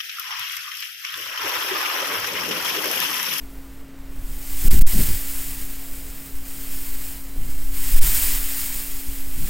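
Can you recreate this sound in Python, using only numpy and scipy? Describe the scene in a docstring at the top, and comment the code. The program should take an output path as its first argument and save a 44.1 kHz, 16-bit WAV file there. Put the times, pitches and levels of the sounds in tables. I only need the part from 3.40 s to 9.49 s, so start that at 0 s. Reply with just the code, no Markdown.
"""Wind gusts over a single outdoor microphone: two big gusts with a soft swell between them.
The airflow hisses across the port, and its eddies rumble and flutter on the diaphragm.
In the big gusts, shoves of pressure overload the microphone, which thumps and chokes the hiss.
Behind the wind lie the open air, a faint far engine and a thin whistle before the second gust."""
import sys
import numpy as np
from scipy import signal
from scipy.fft import rfft, irfft, next_fast_len
from scipy.io import wavfile
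from scipy.ndimage import uniform_filter1d, map_coordinates

SR = 44100
rng = np.random.default_rng(int(sys.argv[2]) if len(sys.argv) > 2 else 0)


def master(y):
    """Save y as 16-bit WAV."""
    cut = np.clip(np.atleast_2d(y).T, -1, 1)
    pcm = np.round(cut * 32767)  # scale
    wavfile.write(sys.argv[1], SR, pcm.astype(np.int16))


N = 268745


def amp(db):
    """Decibels to gain."""
    return 10 ** (np.asarray(db) / 20)


def unit(x):
    """Scale to rms 1."""
    return x / np.sqrt(np.mean(x ** 2) + 1e-20)


def clock():
    """The time of every sample in seconds."""
    return np.arange(N) / SR


def wobble(rate):
    """A smooth random curve through rate points a second."""
    return map_coordinates(rng.standard_normal(int(N * rate / SR) + 4), [clock() * rate])


def swell(peak, length, attack=0.5):
    """A smooth rise to 1 and fall back to 0; the rise takes the attack share of the length."""
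    t = clock() - peak
    part = t / (length * np.where(t < 0, attack, 1 - attack))
    return np.cos(np.pi / 2 * np.clip(part, -1, 1)) ** 2


def filtered(x, response):
    """Filter x with a gain given as a function of frequency."""
    size = next_fast_len(N + SR // 2)
    gain = response(np.fft.rfftfreq(size, 1 / SR))
    return irfft(rfft(x, size) * gain, size)[..., :N]


def coloured(x, spectrum):
    """EQ x through (Hz, dB) points on a log axis, then scale to rms 1."""
    points_hz, db = np.transpose(spectrum)
    return unit(filtered(x, lambda hz: amp(np.interp(np.log(hz + 1), np.log(points_hz + 1), db))))


def noise(spectrum):
    """Steady coloured noise of rms 1."""
    return coloured(rng.standard_normal(N), spectrum)


def patchy_noise(spectrum, patchy_db):
    """Noise of rms 1 whose colour shifts in short random patches."""
    bins = signal.stft(rng.standard_normal(N), nperseg=512)[2]
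    field = uniform_filter1d(rng.standard_normal(bins.shape), size=14, axis=0)  # smooth in frequency
    field = uniform_filter1d(field, size=10, axis=1)  # and in time
    patches = signal.istft(bins * amp(patchy_db * unit(field)), nperseg=512)[1][:N]
    return coloured(patches, spectrum)


def open_air():
    """The steady, bass-heavy bed of the open air far away."""
    # Colour of the bed. Each row: frequency in Hz, relative level in dB.
    air_eq = [(8, -3.5), (20, -8.5), (35, 1.5), (55, -1.5), (70, -13.5), (110, -30), (200, -22), (300, -27),
              (500, -27.5), (1000, -30), (2000, -33), (4000, -41.5), (8000, -46), (16000, -66)]
    return amp(-39.5) * noise(air_eq)


def engine():
    """A far engine hums at nearly steady speed; the moving air makes each order waver."""
    # Engine orders. Each row: multiple of the shaft rate, level in dB.
    orders = [(4, -58), (5, -64.5), (8, -46.5), (9, -73), (10, -65), (12, -66.5), (13, -66), (16, -72),
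              (17, -73.5)]
    shaft_hz, waver_db = 33.98, 1.0
    turns = np.cumsum(shaft_hz * (1 + 0.0012 * wobble(4.13))) / SR
    hum = np.zeros(N)
    for order, db in orders:
        phase = 2 * np.pi * (order * turns + rng.random())
        hum += amp(db + waver_db * wobble(5.25)) * np.sqrt(2) * np.sin(phase)
    return hum


def whistle():
    """Two thin, unsteady tones fade in and out in the lull before the second gust."""
    # Whistle tones. Each row: start in seconds, end in seconds, pitch in Hz, peak level in dB.
    tones = [(3.72, 4.12, 4040, -59), (3.76, 3.97, 14400, -53)]
    sound = np.zeros(N)
    for start, end, hz, db in tones:
        phase = 2 * np.pi * np.cumsum(hz * (1 + 0.00406 * wobble(200))) / SR
        sound += amp(db) * swell((start + end) / 2, end - start) * np.sin(phase)
    return sound


def wind_db(lead_s=0):
    """The strength of the wind across the port at every sample, looking lead_s seconds ahead."""
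    # Contour of the gusts. Each row: time in seconds, wind strength in dB.
    gusts = [(0.0, -54), (0.34, -54.5), (0.44, -59.5), (0.65, -57.5), (0.96, -41.5), (1.33, -26.2),
             (1.48, -29), (1.62, -25), (1.8, -33), (2.03, -32.5), (2.35, -40), (3.04, -43), (3.09, -38.5),
             (3.39, -35.5), (3.69, -37), (3.94, -47), (4.1, -40), (4.31, -40.5), (4.36, -33), (4.61, -27),
             (4.67, -20.5), (4.73, -25), (4.83, -21.5), (5.04, -29), (5.19, -28), (5.55, -34.5),
             (5.91, -39.5), (6.09, -33)]
    times, db = np.transpose(gusts)
    return np.interp(clock() + lead_s, times, db)


def buffeting():
    """Gains of the rumble, which follows the wind, and of the flutter; each puff adds power to both."""
    # Puffs that strike the microphone. Each row: peak time in seconds, length in seconds,
    # rumble level in dB, flutter level in dB.
    puffs = [(0.797, 0.39, -31, -50.5), (1.284, .22, -15, -29), (1.379, 0.25, -12, -30),
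             (1.581, 0.19, -17, -26.5), (1.702, 0.2, -18, -36), (2.085, 0.55, -31, -58),
             (4.013, 0.36, -28, -43), (4.28, 0.86, -30.5, -62), (4.595, 0.46, -20, -42),
             (4.88, 0.46, -28.5, -62), (5.7, 0.1, -27.5, -55), (6.05, 0.52, -25.5, -38.5)]
    breeze_db, breeze_rumble_db, flutter_floor_db = -40, -40, -54.5
    over_breeze_db = wind_db(lead_s=0.21) - breeze_db  # a gust's turbulent front arrives before its hiss
    rumble_gain = amp(breeze_rumble_db + 0.51 * over_breeze_db)
    flutter_gain = amp(flutter_floor_db)
    for peak, length, rumble_db, flutter_db in puffs:
        puff = swell(peak, length, attack=0.38)
        rumble_gain = np.hypot(rumble_gain, amp(rumble_db) * puff)
        flutter_gain = np.hypot(flutter_gain, amp(flutter_db) * puff)
    return rumble_gain, flutter_gain


def shoves():
    """The strongest eddies hit the diaphragm fast and let go more slowly: their pressure and hold (0-1)."""
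    # Shoves and sucks of air. Each row: peak time in seconds, length in seconds,
    # signed pressure with 1 as full scale.
    hits = [(1.26, 0.042, -0.49), (1.296, .052, 0.96), (1.362, 0.052, -0.58), (1.401, 0.048, -1.05),
            (1.434, 0.093, 1.78), (4.552, .06, -0.74), (4.6, 0.0554, 0.87)]
    envelopes = np.array([swell(peak, length, attack=0.308) for peak, length, _ in hits])
    pressures = np.array(hits)[:, -1]
    return pressures @ envelopes, envelopes.max(axis=0)


def eddies():
    """Large eddies rumble and sway the diaphragm until a shove takes over; small ones flutter in bursts."""
    # Colours of the large eddies, the small eddies and the pressure swings below hearing.
    # Each row: frequency in Hz, relative level in dB.
    rumble_eq = [(8, 3.5), (15, -21), (25, 14.5), (40, -6.5), (55, -2.5), (75, -11.5), (110, -14),
                 (200, -43), (500, -92)]
    flutter_eq = [(40, -11), (80, -15.5), (130, 4.5), (200, -1), (300, -6), (450, -14), (650, -23.5),
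                  (1200, -36), (3000, -80)]
    sway_eq = [(0, -9), (2, -1), (5, -8), (9, -11), (15, -19), (25, -66), (60, -82)]
    rumble_gain, flutter_gain = buffeting()
    rumble = rumble_gain * noise(rumble_eq)
    bursts = amp(2.9 * wobble(55))
    flutter = flutter_gain * unit(bursts * noise(flutter_eq))
    sway = 0.25 * np.tanh(amp(25) * rumble_gain * noise(sway_eq))
    push, hold = shoves()
    return push + (1 - hold) * (rumble + sway) + flutter


def airflow():
    """Faster air across the port is louder and brighter: the hiss grows more steeply than the rush."""
    # Colours of the port's hiss and of the lower, softer rush of air.
    # Each row: frequency in Hz, relative level in dB.
    hiss_eq = [(1500, -28), (3000, -25.5), (4000, -12), (5300, -7.5), (5800, -13.5), (6600, -6),
               (8400, -1.5), (9600, -3.5), (11000, -5.5), (12900, 0.5), (14300, -0.5), (15700, 0.94)]
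    rush_eq = [(200, -7.5), (500, -13), (900, -7.5), (1350, -5.5), (2000, -0.5), (3200, -2), (4000, -6.5),
               (6000, -7), (10000, -45)]
    # Turbulence that roughens the stream. Each row: changes per second, depth in dB.
    turbulence = [(25, 0.66), (170, 0.7)]
    flow_db = wind_db() + sum(depth_db * wobble(rate) for rate, depth_db in turbulence)
    hiss = amp(flow_db + 4.0) * patchy_noise(hiss_eq, patchy_db=0.5)
    rush = amp(0.91 * flow_db - 12.5) * patchy_noise(rush_eq, patchy_db=0.5)
    return hiss + rush


def scene():
    """Everything meets at one diaphragm, so both channels are alike."""
    pressure = open_air() + airflow() + eddies() + whistle() + engine()
    return np.array([pressure, pressure])


def record(dry):
    """The microphone saturates, flattening whatever rides on a big shove; then the top treble is cut."""
    ceiling, hardness, top_hz = 0.71, 24, 15850
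    clipped = dry / (1 + np.abs(dry / ceiling) ** hardness) ** (1 / hardness)
    return filtered(clipped, lambda hz: hz < top_hz)


dry = scene()
out = record(dry)
master(out)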